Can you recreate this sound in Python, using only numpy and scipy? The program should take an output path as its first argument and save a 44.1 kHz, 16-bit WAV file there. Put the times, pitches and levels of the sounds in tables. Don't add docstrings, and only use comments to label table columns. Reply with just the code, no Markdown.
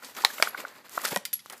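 import sys
import numpy as np
from scipy import signal
from scipy.fft import rfft, irfft, next_fast_len
from scipy.io import wavfile
from scipy.ndimage import map_coordinates

SR = 44100
rng = np.random.default_rng(int(sys.argv[2]) if len(sys.argv) > 2 else 0)


def unload_wav(signal):
    wavfile.write(
        sys.argv[1],
        SR,
        np.round(np.clip(np.atleast_2d(signal).T, -1, 1) * 32767).astype(np.int16),
    )


def linear_from_db(decibels):
    return 10 ** (np.asarray(decibels, float) / 20)


N = 70560

# start_s, peak_db, pitch_hz, t60_s (time to fade by 60 dB)
WALL_POPS = [(.024, -34.5, 1390, 0.023), (.186, -24, 1274, 0.024), (0.2383, -13.5, 945, 0.01),
             (.243, -29, 960, 0.0057), (0.302, -23.5, 1685, 0.013), (.382, -20, 1294, 0.0076),
             (0.3816, -25, 2870, 0.0094), (.384, -23.5, 2110, 0.012), (0.3991, -18, 613, 0.015),
             (.473, -5, 1420, 0.0066), (.546, -18.5, 1487, 0.016), (0.548, -24.5, 1110, 0.015),
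             (0.4751, -23, 1080, 0.013), (0.6503, -26, 1130, 0.011), (.574, -33, 1470, 0.017),
             (.580, -13, 2120, 0.0046), (0.639, -29.5, 588, 0.033), (.650, -16, 1450, 0.011),
             (0.722, -44, 1030, 0.01), (0.9752, -26.5, 1405, 0.013), (0.9755, -14.5, 720, 0.01),
             (.9768, -11.5, 1080, 0.009), (0.9772, -9, 1325, 0.01), (0.994, -19.5, 1100, 0.0067),
             (0.998, -24.5, 1910, 0.0097), (0.3997, -13, 1470, 0.0077), (1.036, -27, 1134, 0.021),
             (1.0505, -14, 1393, 0.013), (1.059, 0.5, 1740, 0.003), (1.063, -21.5, 1300, 0.01),
             (1.076, -31, 1550, 0.011), (1.092, -30, 1400, 0.012), (1.1092, -26, 726, 0.0088),
             (1.116, -26, 1930, 0.0083), (1.119, -21, 986, .01), (1.1245, -21, 655, 0.0077),
             (1.129, -19.5, 474, .012), (1.135, -25, 910, 0.0073), (1.171, -20, 967, .015),
             (1.46, -14.5, 1200, 0.0033), (1.4985, -26, 2090, 0.008), (1.144, -26, 1800, 0.013)]
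# start_s, peak_db, crack_db, crack_t60_s, panel_rise_s
HARD_SNAPS = [
    (0.2487, -4.5, 1, 0.0075, 0.00086),
    (0.4247, -0.5, -5, 0.0096, 0.0016),
    (1.1608, -21, 2, 0.017, 0.0031),
]
# pitch_hz, level_db, t60_s
SNAP_PANELS = [
    [(893, -2, 0.015), (1080, -10.5, 0.02), (1960, -6.5, 0.021), (2113, 0.5, 0.011), (3890, 3, 0.009),
     (4120, 11.5, 0.0055), (5480, 7, 0.0044), (6870, 0.5, 0.0051)],
    [(454, -29, 0.025), (590, -19, 0.02), (659, -8.5, 0.016), (1080, -11, 0.0062), (1300, 4.5, 0.0081),
     (1550, -7, 0.012), (1910, -9, 0.013), (2205, 7.5, 0.0086), (3330, -1, 0.0072), (4700, 9.5, 0.0035),
     (6700, -6, 0.0041)],
    [(566, 13, 0.021), (720, 8.5, 0.038), (986, 7.5, 0.058), (1493, 3, 0.03), (1910, 5.5, 0.033),
     (2473, -4.5, 0.036)],
]
# start_s, peak_db, pitch_hz, t60_s
CARD_THUMPS = [
    (1.119, -26.5, 172, 0.021),
    (1.165, -35.5, 199, 0.064),
    (0.54, -66, 277, 0.13),
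    (0.067, -49, 340, 0.017),
    (1.128, -31, 320, 0.018),
    (.055, -54.5, 270, 0.058),
]
# start_s, peak_db, centre_hz, t60_s
TOY_TICKS = [(.047, -28, 5740, 0.16), (0.15, -27.5, 4950, 0.013), (.167, -21.5, 5560, 0.0069),
             (0.22, -23, 4840, 0.06), (0.682, -33, 4530, 0.073), (0.884, -39, 5860, 0.0053),
             (0.895, -30, 9000, 0.006), (1.017, -24, 11500, 0.018), (1.1731, -14.5, 6660, 0.0069),
             (1.1737, -28, 2600, 0.017), (1.0439, -17.5, 4060, .014), (1.051, -12.5, 3900, 0.041),
             (1.0541, -11, 7740, 0.011), (1.059, -14, 4870, 0.011), (1.0738, -30, 7000, 0.011),
             (1.0814, -17, 5500, .01), (1.084, -27.5, 5540, 0.0055), (1.087, -18.5, 6000, .012),
             (1.110, -19, 3200, 0.011), (1.1195, -26, 3000, 0.007), (1.1265, -29, 4520, 0.006),
             (1.129, -20, 5500, 0.0066), (.9905, -24, 3900, 0.0067), (0.607, -33, 4600, 0.014),
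             (1.2528, -13.5, 3140, 0.037), (1.33, -17, 6200, 0.096), (1.33, -30, 2500, 0.059),
             (1.460, -33.5, 11400, 0.011), (1.4995, -23, 6980, 0.015), (1.4985, -26, 2730, 0.037),
             (1.507, -33, 11000, .02), (1.2523, -17, 9260, 0.053), (1.161, -11.5, 6700, 0.0088)]
# start_s, peak_db, centre_hz, t60_s
SOFT_SCUFFS = [
    (1.391, -23, 4000, 0.029),
    (1.4, -21, 3300, 0.022),
    (1.523, -22.5, 9500, 0.053),
    (1.565, -36, 12000, .04),
    (1.576, -30.5, 8500, 0.044),
    (.575, -46, 7000, 0.055),
    (0.59, -34, 8000, 0.051),
    (.612, -27, 6850, .04),
    (1.461, -29.5, 4000, 0.048),
]
# time_s, effort_db, brightness_db
HAND_RUBBING = [(0.0, -57.5, 0.5), (0.164, -58, 9), (0.368, -49.5, 10), (0.431, -44.5, 6.5),
                (0.516, -51, -2.5), (0.658, -53, -0.5), (0.918, -63.5, -3.5), (1.076, -40.5, 7.5),
                (1.14, -82, -15), (1.43, -68, 9.5), (1.6, -59.5, 5)]
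# start_s, rise_s, fall_s, level_db, brightness_db
TEAR_STROKES = [(0.019, 0.014, 0.13, -51.5, 5), (0.138, 0.058, 0.097, -39, 3),
                (0.441, 0.045, 0.021, -44.5, 9), (0.572, 0.006, 0.023, -37.5, -1),
                (0.581, 0.024, 0.011, -38, 3), (0.919, 0.035, 0.1, -48, 14),
                (1.027, 0.026, 0.012, -37.5, 8), (1.062, 0.061, 0.06, -63.5, 26.5),
                (1.103, 0.022, 0.028, -30, 1), (1.138, 0.012, 0.012, -46.5, 10),
                (1.51, 0.023, 0.017, -49, -24), (0.837, 0.018, 0.12, -55, 1.5),
                (0.889, 0.031, 0.04, -64, 18), (1.497, 0.0036, 0.057, -43.5, -18)]
# frequency_hz, level_db (per Hz)
CARD_COLOUR = [(53, -19), (90, -18), (209, 3.5), (947, 6.5), (1920, 6), (2730, -0.5), (3020, -4.5),
               (5000, -2.5), (6500, -72), (11000, -120)]
# frequency_hz, level_db (per Hz)
FILM_COLOUR = [(1470, -90), (2500, -1), (6640, -1.5), (7510, 1), (8610, -5), (13900, 0.5), (15500, -20)]
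# start_s, peak_db, other_pitches_db (change of pitches far from the main one)
AXLE_STRIKES = [
    (0.484, -31, -5),
    (1.066, -52, 26.5),
    (1.086, -50, 16),
    (1.147, -36, 6),
    (1.253, -43, -22),
    (1.3311, -15.5, -13.5),
    (1.391, -58, 9.5),
]
# pitch_hz, level_db, t60_s
AXLE_MODES = [(11322, 0, .062), (11380, 0, .06), (11240, -19, .19), (11310, -21, .19), (10090, -14, .15),
              (10150, -14, .12), (10030, -20, .15), (14000, -14, .08), (14110, -15, .07)]
# start_s, level_db
BODY_KNOCKS = [
    (1.253, -39),
    (1.33, -46),
    (1.391, -52),
]
# pitch_hz, level_db, t60_s
BODY_MODES = [(4700, -9.5, 0.18), (4870, -2.5, 0.12), (2090, 4.5, 0.045), (1400, -2, 0.048)]
# frequency_hz, t60_s
ROOM_FADE = [(200, 0.46), (1500, 0.39), (5000, 0.23), (12000, 0.18)]
# frequency_hz, level_db (per Hz)
HISS_COLOUR = [(24, -34), (40, 18), (266, 9), (817, -16), (1050, -19), (2390, -13), (3650, -5),
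               (12400, -9.5), (15500, -26)]

SHORT = np.arange(SR // 10) / SR


def unit(x):
    return x / np.sqrt(np.mean(x ** 2) + 1e-20)


def along(points, hz):
    f, v = np.transpose(points)
    return np.interp(np.log(hz + 1), np.log(f + 1), v)


def wobble(rate):
    knots = rng.standard_normal(int(N * rate / SR) + 4)
    return map_coordinates(knots, [np.arange(N) * rate / SR])


def filtered(x, response):
    m = next_fast_len(x.shape[-1] + 8192)
    gain = response(np.fft.rfftfreq(m, 1 / SR))
    return irfft(rfft(x, m) * gain, m)[..., :x.shape[-1]]


def high(f, hz):
    return -f * f / (hz * hz - f * f + 1.3j * f * hz)


def add(out, start_s, x):
    part = out[round(start_s * SR):][:len(x)]
    part += x[:len(part)]


def noise():
    return rng.standard_normal(len(SHORT))


def mode(t, hz, db, t60, rise):
    fade = linear_from_db(db - 60 * t / t60)
    return fade * (1 - np.exp(-t / rise)) * np.sin(2 * np.pi * hz * t)


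def pops():
    out = np.zeros(N)
    for start, db, hz, life in WALL_POPS:
        t60 = min(life, 0.018)
        pop = 0
        for ratio, level_db in [(1, 0), (0.571, -13.5), (1.423, -12.5)]:
            pop = pop + mode(SHORT, hz * ratio, level_db, t60, rise=0.0026)
        add(out, start, linear_from_db(db + 6) * pop)
    return out


def snaps():
    out, t = np.zeros(N), SHORT
    for (start, db, crack_db, crack_t60, rise), panel in zip(HARD_SNAPS, SNAP_PANELS):
        burst = filtered(noise(), lambda f: high(f, 1700) / (1 + 1j * f / 6000))
        crack = linear_from_db(crack_db - 60 * t / crack_t60) * burst
        ring = sum(mode(t, hz, level, min(life, 0.03), rise) for hz, level, life in panel)
        shocks = linear_from_db(-29 - 60 * t / 0.03) * noise()
        shaken = signal.fftconvolve(ring, shocks)[:len(t)]
        scatter = unit(filtered(noise(), lambda f: high(f, 500) ** 2 / (1 + 1j * f / 2500)))
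        wake = linear_from_db(-25.5 - 60 * t / 0.19) * scatter * (1 - t / t[-1])
        add(out, start, linear_from_db(db) * (crack + wake + ring + shaken))
    return out


def thumps():
    out = np.zeros(N)
    for start, db, hz, t60 in CARD_THUMPS:
        add(out, start, mode(SHORT, hz, db + 8.5, t60, rise=0.0026))
    return out


def contact(shape, centre_hz):
    width_hz = 1.2 * centre_hz

    def resonance(f):
        floor = high(f, 1400) ** 2
        roof = np.sqrt(1 + (f / 1.9 / centre_hz) ** 6)
        return floor / roof * 1j * f * width_hz / (centre_hz ** 2 - f * f + 1j * f * width_hz)

    return filtered(shape * noise(), resonance)


def ticks():
    out = np.zeros(N)
    for start, db, hz, t60 in TOY_TICKS:
        shape = 0.3 * linear_from_db(-60 * SHORT / t60) + 0.55 * linear_from_db(-60 * SHORT / 0.004)
        add(out, start, linear_from_db(db) * contact(shape, hz))
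    return out


def scuffs():
    out = np.zeros(N)
    for start, db, hz, t60 in SOFT_SCUFFS:
        shape = 0.3 * linear_from_db(-60 * SHORT / t60) * (1 - np.exp(-SHORT / 0.0018))
        add(out, start, linear_from_db(db) * contact(shape, hz))
    return out


def grit(spectrum, centre_hz):
    rate, cycles, spread = 6000, 5, 0.7
    draw = rng.random((int(rate * N / SR), 2))
    hz = centre_hz * np.exp(spread * rng.standard_normal(len(draw)))
    hz = np.clip(hz, 100, 15000)[:, None]
    size = linear_from_db(np.minimum(-4.5 * np.log(draw[:, 1:] + 1e-9), 11))
    k = np.arange(200)
    fade = np.exp(-2 * hz * k / SR / cycles)
    grains = size * np.sqrt(hz) * fade * np.sin(2 * np.pi * hz * k / SR)
    places = (draw[:, :1] * N).astype(int) + k
    breaks = np.bincount(places.ravel(), grains.ravel(), N + 256)[:N]

    def flatten(f):
        hump = np.log((f + 1) / centre_hz) ** 2 / (4 * spread ** 2)
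        return np.sqrt(f / centre_hz) * np.exp(np.minimum(hump, 1))

    x = unit(filtered(breaks, flatten)) + 0.8 * rng.standard_normal(N)
    return unit(filtered(x, lambda f: linear_from_db(along(spectrum, f))))


def friction():
    t = np.arange(N) / SR
    s, effort_db, bright_db = np.transpose(HAND_RUBBING)
    dull = linear_from_db(np.interp(t, s, effort_db))
    bright = dull * linear_from_db(np.interp(t, s, bright_db))
    for start, rise, fall, db, tilt_db in TEAR_STROKES:
        u = t - start
        swell = np.clip(u / rise, 0, 1) ** 1.36
        fade = np.exp(-3 * np.clip(u - rise, 0, 1) / fall)
        stroke = linear_from_db(db) * np.where(u < rise, swell, fade)
        dull = dull + stroke
        bright = bright + stroke * linear_from_db(tilt_db)
    shared_db = 2.8 * wobble(61.29) + 0.7 * wobble(200)
    card = dull * linear_from_db(shared_db + 0.81 * wobble(92.27)) * grit(CARD_COLOUR, centre_hz=1200)
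    film = bright * linear_from_db(-6 + shared_db + 0.29 * wobble(120)) * grit(FILM_COLOUR, centre_hz=6770)
    return card + film


def axle():
    out, t = np.zeros(N), np.arange(SR // 4) / SR
    main_hz = AXLE_MODES[0][0]
    for start, db, other_db in AXLE_STRIKES:
        ring = 0
        for k, (hz, level, t60) in enumerate(AXLE_MODES):
            level = level + other_db * (abs(hz - main_hz) > 500)
            ring = ring + (-1) ** k * mode(t, hz, level, t60, rise=0.004)
        add(out, start, linear_from_db(db) * ring)
    return out


def metal_body():
    out, t = np.zeros(N), np.arange(SR // 4) / SR
    for start, db in BODY_KNOCKS:
        ring = sum(mode(t, hz, level, t60, rise=0.00081) for hz, level, t60 in BODY_MODES)
        add(out, start, linear_from_db(db) * ring)
    return out


def room(x):
    hz, t, z = signal.stft(rng.standard_normal(SR // 2), SR, nperseg=256)
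    fade = linear_from_db(-60 * t / along(ROOM_FADE, hz)[:, None])
    tail = signal.istft(z * fade, SR, nperseg=256)[1]
    delayed = np.pad(x, (40, 0))
    return signal.fftconvolve(delayed, tail / np.linalg.norm(tail))[:N]


def room_tone():
    drift_db = 0.61 * wobble(10.56)
    hiss = unit(filtered(rng.standard_normal(N), lambda f: linear_from_db(along(HISS_COLOUR, f))))
    return linear_from_db(-64.5 + drift_db) * hiss


def scene():
    grains = friction() + ticks() + scuffs()
    bodies = pops() + snaps() + thumps()
    metal = axle() + metal_body()
    echo = room(grains + linear_from_db(-10) * bodies)
    return (grains + bodies + metal + linear_from_db(-11.5) * echo + room_tone())[None]


def top_cut(x):
    return signal.sosfilt(signal.butter(12, 16030, fs=SR, output="sos"), x)


def record(dry):
    def microphone(f):
        bass_cut = high(f, 165) * high(f, 165 / 2)
        return bass_cut / np.sqrt(1 + (f / 15250) ** 150)

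    x = filtered(dry, microphone)
    mix = x / (1 + np.abs(x / 1.05) ** 8) ** (1 / 8)
    return top_cut(mix)


dry = scene()
out = record(dry)
unload_wav(out)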